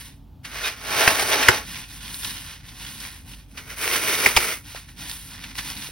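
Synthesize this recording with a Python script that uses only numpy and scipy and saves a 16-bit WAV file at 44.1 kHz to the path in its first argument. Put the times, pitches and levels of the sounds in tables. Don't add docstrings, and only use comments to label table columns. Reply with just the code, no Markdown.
import sys
import numpy as np
from scipy import signal
from scipy.fft import rfft, irfft, next_fast_len
from scipy.io import wavfile
from scipy.ndimage import map_coordinates

SR = 44100
rng = np.random.default_rng(int(sys.argv[2]) if len(sys.argv) > 2 else 0)


def dump(signal):
    limited = np.clip(np.atleast_2d(signal).T, -1, 1)
    pcm = np.round(limited * 32767).astype(np.int16)
    wavfile.write(sys.argv[1], SR, pcm)


N = 260631

# time_s, level_db
FIRST_EFFORT = [(0.77, -51), (0.85, -34.5), (0.94, -28), (0.99, -20.5), (1.06, -23.5), (1.1, -19.5),
                (1.15, -24.5), (1.28, -27), (1.33, -23.5), (1.45, -26), (1.555, -26.5), (1.66, -47)]
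SECOND_EFFORT = [(3.76, -47), (3.815, -30.5), (3.96, -23.5), (4.01, -30), (4.1, -22.5), (4.18, -27.5),
                 (4.26, -23.5), (4.34, -30.5), (4.38, -24), (4.43, -29), (4.53, -29), (4.59, -48.5),
                 (4.66, -61.5)]
# freq_hz, gain_db
FIRST_CRUNCH_EQ = [(100, -34), (600, -25), (1100, 2), (1650, 6.5), (2000, 4), (2400, 5), (3000, 1.5),
                   (3500, 0.5), (5200, -2.5), (6200, 0), (7200, -22.5), (15000, -22)]
SECOND_CRUNCH_EQ = [(100, -25), (750, -6), (1200, 0), (1700, 0), (2200, 4.5), (2700, -0.5), (3700, -4),
                    (5000, -6), (6300, -3), (7200, -35), (15000, -16)]
# pitch_hz, width_hz, gain_db
FIRST_BLOCK_MODES = [(268, 51, -4), (432, 78, 2.5), (652, 67, 4), (858, 64, 5.5), (1095, 92, -3.5),
                     (1470, 21, -1.5)]
SECOND_BLOCK_MODES = [(278, 180, -4.5), (474, 110, 6), (642, 23, 0), (1036, 45, 7), (1380, 61, -32)]
def grips():
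    first = grip(FIRST_EFFORT, FIRST_CRUNCH_EQ, FIRST_BLOCK_MODES, free_s=1.3, hiss_db=-9.5,
                 packed_hiss_db=6.5, body_db=-2.5, touch_hiss_db=1.5, touch_body_db=-10)
    second = grip(SECOND_EFFORT, SECOND_CRUNCH_EQ, SECOND_BLOCK_MODES, free_s=3.4, hiss_db=-3,
                  packed_hiss_db=1.5, body_db=-5, touch_hiss_db=3, touch_body_db=-8)
    return first + second


# start_s, length_s, level_db, hiss_over_crunch_db
TOUCHES = [(0.424, 0.028, -34, -6), (0.489, 0.17, -33.5, -9.5), (0.602, 0.065, -26.5, -9),
           (3.523, 0.078, -42, -7.5), (3.628, .11, -41, -6.5)]
# freq_hz, gain_db
HISS_EQ = [(300, -61), (2000, -24), (4000, -16.5), (6000, -7.5), (9000, 8), (12000, 5.5), (15500, 2)]
# delay_ms, gain_db
GRIP_REFLECTIONS = [(1.38, -20), (2.08, -18.5), (2.8, -20)]
FIRM_DB, LOOSEN_S = -18, 0.02
def grip(curve, crunch_eq, modes, free_s, hiss_db, packed_hiss_db, body_db,
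         touch_hiss_db, touch_body_db):
    start = curve[0][0]
    touch, touch_hiss = presses([row for row in TOUCHES if 0 < start - row[0] < 1])
    force = effort(curve)
    packing = np.interp(np.arange(N) / SR, [start, free_s, free_s + LOOSEN_S], [0, 1, 0])
    crunch = amp(1.5) * np.hypot(amp(FIRM_DB) * force, touch)
    crush_hiss = amp(FIRM_DB + hiss_db + packed_hiss_db * packing) * force ** 0.84
    hiss = np.hypot(crush_hiss, amp(touch_hiss_db) * touch_hiss)
    body = np.hypot(amp(FIRM_DB + body_db) * force ** 1.205, amp(touch_body_db) * touch)
    ticks = cells(per_s=7000, spread_db=1, clump_db=1, clump_hz=300, scatter_db=-4.5, t60_s=0.035)
    bite = reflected(coloured(ticks, crunch_eq), GRIP_REFLECTIONS)
    return crunch * bite + hiss * coloured(ticks, HISS_EQ) + body * resonant(ticks, modes)


def effort(curve, fade_s=0.0096):
    times, db = np.transpose(curve)
    t = np.arange(N) / SR
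    gate = np.clip(np.minimum(t - times[0], times[-1] - t) / fade_s + .5, 0, 1)
    return amp(np.interp(t, times, db) - FIRM_DB) * gate


def cells(per_s, spread_db, clump_db, clump_hz, scatter_db, t60_s):
    bursting = rng.random(N) < per_s / SR
    sizes = amp(spread_db * np.minimum(rng.exponential(size=N), 4)) * np.sign(rng.standard_normal(N))
    clumps = amp(clump_db * (wobble(clump_hz) + 1.28 * wobble(45)))
    ticks = unit(bursting * sizes * clumps)
    decay = np.exp(-np.log(1e6) / (t60_s * SR))
    tail_power = signal.lfilter([1 - decay], [1, -decay], ticks ** 2)
    scatter = np.sqrt(np.abs(tail_power)) * rng.standard_normal((2, N))
    scatter = filtered(scatter, lambda hz: 1 / np.hypot(1, hz / 9000))
    return unit(ports(ticks) + amp(scatter_db) * scatter)


# start_s, tear_db, ring_db, start_pitch_hz, run_s, thump_db
FRACTURES = [(1.0759, 4, 1, 2130, 0.003, -40.5), (1.4841, 6.5, 4, 2262, 0.0044, -15),
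             (4.2606, -2, 0, 2664, 0.004, -26.5), (4.3645, 7, 3.5, 3620, 0.0013, -58),
             (4.3707, 1, -3.5, 2880, 0.0029, -25)]
# freq_hz, gain_db
TEAR_EQ = [(100, -3.5), (400, -15.5), (900, 3.5), (1700, -0.5), (2700, 1), (3800, -12.5), (5000, 0),
           (7000, -7.5), (15000, -16)]
# pitch_hz, level_db, rise_s, t60_s
THUMP_MODES = [(61, -14.5, 0.01, 0.095), (112, -5, 0.0098, 0.038), (256, -5.5, 0.0024, 0.065),
               (370, -6, 0.0074, 0.11), (492, -2.5, 0.0042, 0.059)]
def snaps(sag=0.817, sag_s=0.0085):
    out, t = np.zeros((2, N)), np.arange(SR // 5) / SR
    for start, tear_db, ring_db, ring_hz, run_s, thump_db in FRACTURES:
        running = (1 - np.exp(-t / 0.0017)) * np.exp(-(t / run_s) ** 2)
        pitch = ring_hz * (1 - sag * (1 - np.exp(-t / sag_s)))
        ring = amp(ring_db + 2.5) * np.sin(2 * np.pi * np.cumsum(pitch) / SR) * running
        rip = rng.standard_normal(len(t))
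        edge = resonant(rip, [(2500, 260, 0.019), (5530, 630, 0.0065)])
        splinters = unit(coloured(rip, TEAR_EQ) + amp(-12.5) * edge)
        lingering = 0.31 * swell(t, 0.004, 0.02)
        tear = amp(tear_db - 7) * splinters * (running + lingering)
        thump = sum(amp(db) * np.sin(2 * np.pi * (hz * t + rng.random())) * swell(t, rise, t60)
                    for hz, db, rise, t60 in THUMP_MODES)
        snap = ring + tear + amp(thump_db) * thump
        room = rng.standard_normal((2, len(t))) * swell(t, 0.0012, 0.07)
        reverb = signal.fftconvolve(snap[None], room / np.linalg.norm(room[0]), axes=1)[:, :len(t)]
        add(out, start, ports(snap) + amp(-6) * reverb)
    return out


# start_s, length_s, level_db, hiss_over_crunch_db, cup_hz
SQUEEZES = [(-0.058, 0.044, -40, -1.5, 2100), (0.007, 0.055, -46.5, -4, 3620),
            (1.623, 0.19, -38.5, -7.5, 2450), (1.854, 0.12, -44.5, -3, 3500),
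            (1.972, 0.15, -40.5, -6.0, 3300), (2.076, 0.15, -43, 2.5, 3570), (2.193, 0.11, -35, -2.5, 3900),
            (2.28, 0.17, -42.5, -4, 3080), (2.418, 0.12, -42, -10, 1500), (2.606, 0.21, -48, -7.5, 2070),
            (2.744, 0.16, -40.5, -7.5, 3380), (2.852, 0.14, -45.5, -1.5, 3680),
            (2.955, 0.12, -39.5, -5, 1880), (3.05, 0.14, -51, -2.5, 2000), (3.23, 0.1, -47, -4, 2860),
            (3.335, 0.055, -52, -6, 2890), (3.458, 0.056, -58, -2.5, 2450),
            (4.614, 0.18, -43.5, -6.5, 2350), (4.851, 0.038, -47.5, -5, 1860),
            (4.946, 0.115, -39.5, -7.5, 3300), (5.034, 0.13, -42, 0, 3450), (5.128, 0.16, -48.5, 0.5, 4200),
            (5.263, 0.094, -42.5, -9.5, 1460), (5.361, 0.15, -43, -10, 2200),
            (5.526, 0.065, -36, -4.5, 4700), (5.602, 0.11, -36, -6, 2120), (5.712, 0.16, -39, -4.5, 3830)]
# freq_hz, gain_db
CRUMBLE_EQ = [(100, -6.5), (650, -8.5), (950, 0), (1250, -1.5), (1550, 3), (2400, 3.5), (3500, 4),
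              (5000, 0.5), (6100, 1.5), (7200, -13.5), (15000, -24)]
# delay_ms, gain_db
FIST_REFLECTIONS = [(1.1, -23), (2.08, -15.5), (2.8, -15)]
def fist(cup_db=-11, cup_width_hz=520):
    crunch, hiss = presses(SQUEEZES)
    ticks = cells(per_s=6000, spread_db=-1.5, clump_db=0.5, clump_hz=140, scatter_db=-14, t60_s=0.05)
    grit = cells(per_s=260, spread_db=0, clump_db=2.5, clump_hz=24, scatter_db=5.5, t60_s=0.018)
    coarse = reflected(ticks + amp(-8) * grit, FIST_REFLECTIONS)
    out = amp(1) * crunch * coloured(coarse, CRUMBLE_EQ) + amp(4) * hiss * coloured(ticks, HISS_EQ)
    t = np.arange(N) / SR
    for start, length, db, _, cup_hz in SQUEEZES:
        near = np.flatnonzero((t > start) & (t < start + length + .2))
        cup = resonant(grit[:, near], [(cup_hz, cup_width_hz, 0)])
        out[:, near] += amp(db + cup_db) * press(t[near] - start, length) * cup
    return out


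def presses(rows):
    t, crunch, hiss = np.arange(N) / SR, np.zeros(N), np.zeros(N)
    for start, length, db, hiss_db, *_ in rows:
        near = (t > start) & (t < start + length + .5)
        gain = amp(db) * press(t[near] - start, length)
        crunch[near] += gain ** 2
        hiss[near] += (gain * amp(hiss_db)) ** 2
    return np.sqrt(crunch), np.sqrt(hiss)


def press(age, length, attack_s=0.075, release_db_per_s=197.5):
    attack = np.sin(np.pi / 2 * np.minimum(age / attack_s, 1)) ** 2
    return attack * amp(-release_db_per_s * np.maximum(age - length, 0))


# start_s, level_db, centre_hz, t60_s
WALL_CRACKS = [(1.195, -8.5, 1630, 0.017), (1.316, -13, 1500, .02), (1.914, -33.5, 3670, .03),
               (2.079, -29.5, 3400, .02), (2.143, -20.5, 3960, 0.015), (2.246, -15.5, 3160, 0.037),
               (2.652, -36.5, 2030, .02), (2.849, -28, 3460, .02), (3.002, -23.5, 4640, .02),
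               (3.05, -24.5, 1830, .019), (3.161, -35.5, 1960, .02), (3.842, -12, 2100, .015),
               (3.877, -9.5, 2080, .015), (3.913, -15.5, 2050, .015), (4.152, -12.5, 4030, 0.0099),
               (5.007, -33, 3470, .01), (5.096, -19.5, 4000, .01), (5.113, -17.5, 3470, 0.014),
               (5.391, -30, 1860, .02), (5.554, -21.5, 2140, .008), (5.701, -20.5, 3900, .012)]
def cracks():
    return bursts(WALL_CRACKS, rise_s=0.00057, gain_db=-7, ring_db=12, fizz_db=-11.5)


# start_s, level_db, centre_hz, t60_s
CLUMP_SHEARS = [(0.442, -22, 2200, 0.074), (0.668, -13.5, 2250, 0.1), (0.984, -17, 2380, 0.086),
                (1.318, -9, 3050, 0.05), (1.422, -6.5, 1960, 0.058), (2.68, -29.5, 3510, .06),
                (3.569, -21, 2330, 0.086), (3.693, -25.5, 1730, .07), (3.953, -9.5, 1690, 0.037),
                (4.75, -25, 1480, 0.12), (4.882, -34.5, 1910, .06), (5.433, -22.5, 2070, 0.059),
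                (5.579, -13.5, 2140, 0.066)]
def shears():
    return bursts(CLUMP_SHEARS, rise_s=0.0088, gain_db=-11.5, ring_db=0, fizz_db=-14.5)


def bursts(rows, rise_s, gain_db, ring_db, fizz_db):
    out, t = np.zeros((2, N)), np.arange(SR // 6) / SR
    for start, db, hz, t60 in rows:
        noise = ports(rng.standard_normal(len(t))) + .5 * rng.standard_normal((2, len(t)))
        crunch = unit(coloured(noise, CRUMBLE_EQ) + amp(ring_db) * resonant(noise, [(hz, hz / 2, 0)]))
        fizz = amp(fizz_db) * coloured(noise, HISS_EQ)
        add(out, start, amp(db + gain_db) * (crunch + fizz) * swell(t, rise_s, t60))
    return out


# start_s, rise_s, t60_s, pitch_hz
SKID = (0.63, 0.025, 0.083, 1245)
SKID_HARMONICS = [-45, -27.5, -26.5]
def squeak(jitter=0.018):
    start, rise, t60, hz = SKID
    out, t = np.zeros(N), np.arange(SR // 5) / SR
    phase = 2 * np.pi * np.cumsum(hz * (1 + jitter * wobble(620)[:len(t)])) / SR
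    tone = sum(amp(db) * np.sin(k * phase) for k, db in enumerate(SKID_HARMONICS, 1))
    add(out, start, swell(t, rise, t60) * tone)
    return ports(out)


# start_s, level_db, pitch_hz
CRUMB_TAPS = [(4.748, -28, 620), (5.889, -35, 420)]
def crumbs():
    out, t = np.zeros(N), np.arange(SR // 8) / SR
    for start, db, hz in CRUMB_TAPS:
        add(out, start, amp(db) * np.sin(2 * np.pi * hz * t) * swell(t, 0.0012, 0.0063))
    return ports(out)


# freq_hz, gain_db
RUB_EQ = [(30, -33), (70, -15), (110, -1.5), (190, -4), (290, -3), (370, -30), (900, -18), (2500, -75)]
ROOM_EQ = [(22, -31.5), (35, -1.5), (48, 1.5), (85, 4), (150, -3), (280, -26), (360, -19), (580, -26.5),
           (850, -41), (1150, -29.5), (2000, -38.5), (3400, -34), (8000, -48.5), (15000, -40)]
def background(rest_db=-53, grip_db=-44, squeeze_db=-12):
    gripping = amp(grip_db) * np.sqrt(effort(FIRST_EFFORT) + effort(SECOND_EFFORT))
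    squeezing = amp(squeeze_db) * presses(SQUEEZES)[0]
    rub_gain = np.hypot(amp(rest_db), gripping + squeezing)
    hum = amp(-48 + 2.5 * wobble(6.7)) * np.sin(2 * np.pi * 50 * np.arange(N) / SR)
    rumble = amp(-48.5) * coloured(stereo_noise(width=0.14), ROOM_EQ)
    rub = amp(2.2 * wobble(6.4)) * rub_gain * coloured(stereo_noise(width=0.43), RUB_EQ)
    return rumble + rub + hum


def reflected(x, reflections, sway_ms=0.041, skew_ms=0.013):
    n, out = np.arange(N), x.copy()
    for ms, db in reflections:
        path_ms = ms + sway_ms * wobble(3)
        for port, side in enumerate((-.5, .5)):
            delay = (path_ms + side * skew_ms) * SR / 1000
            out[port] += amp(db) * np.interp(n - delay, n, x[port])
    return unit(out)


# freq_hz, lead_rad
PORT_PHASE = [(200, 0), (690, -.5), (1400, 0), (3100, .8), (5100, .4), (6300, 2.1), (7250, 3.1),
              (10500, 6.3), (13600, 9.4), (16000, 12.5)]
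def ports(x):
    return filtered(x, lambda hz: np.exp(1j * along(PORT_PHASE, hz) * np.array([[.5], [-.5]])))


def amp(db):
    return 10 ** (np.asarray(db) / 20)


def unit(x):
    return x / np.sqrt(np.mean(x ** 2) + 1e-20)


def along(points, hz):
    freqs, values = np.transpose(points)
    return np.interp(np.log(hz + 1), np.log(freqs + 1), values)


def wobble(rate):
    return map_coordinates(rng.standard_normal(int(N * rate / SR) + 4), [np.arange(N) * rate / SR])


def stereo_noise(width):
    return rng.standard_normal(N) + width * rng.standard_normal((2, N))


def swell(t, rise_s, t60_s):
    shape = (1 - np.exp(-(t / rise_s) ** 2)) * amp(-60 * t / t60_s)
    return shape / shape.max()


def filtered(x, response):
    n = x.shape[-1]
    size = next_fast_len(n + 4096)
    return irfft(rfft(x, size) * response(np.fft.rfftfreq(size, 1 / SR)), size)[..., :n]


def coloured(x, eq):
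    return unit(filtered(x, lambda hz: amp(along(eq, hz))))


def resonant(x, modes):
    def response(hz):
        return sum((-1) ** k * amp(db) * 1j * hz * width / (pitch ** 2 - hz ** 2 + 1j * hz * width)
                   for k, (pitch, width, db) in enumerate(modes))
    return unit(filtered(x, response))


def add(track, start_s, x):
    part = track[..., round(start_s * SR):][..., :x.shape[-1]]
    part += x[..., :part.shape[-1]]


def scene():
    return grips() + cracks() + shears() + fist() + squeak() + snaps() + crumbs() + background()


# freq_hz, left_minus_right_db
PORT_TILT = [(60, -2.5), (110, 2.5), (200, 0), (380, -4.5), (700, 2), (1290, -1), (2380, -1.5), (4400, -3),
             (8120, 0.5), (15000, 0)]
def record(dry, top_hz=15850):
    heard = filtered(dry, lambda hz: amp(along(PORT_TILT, hz) * np.array([[.5], [-.5]])))
    return filtered(np.clip(heard, -1, 1), lambda hz: hz < top_hz)


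dry = scene()
out = record(dry)
dump(out)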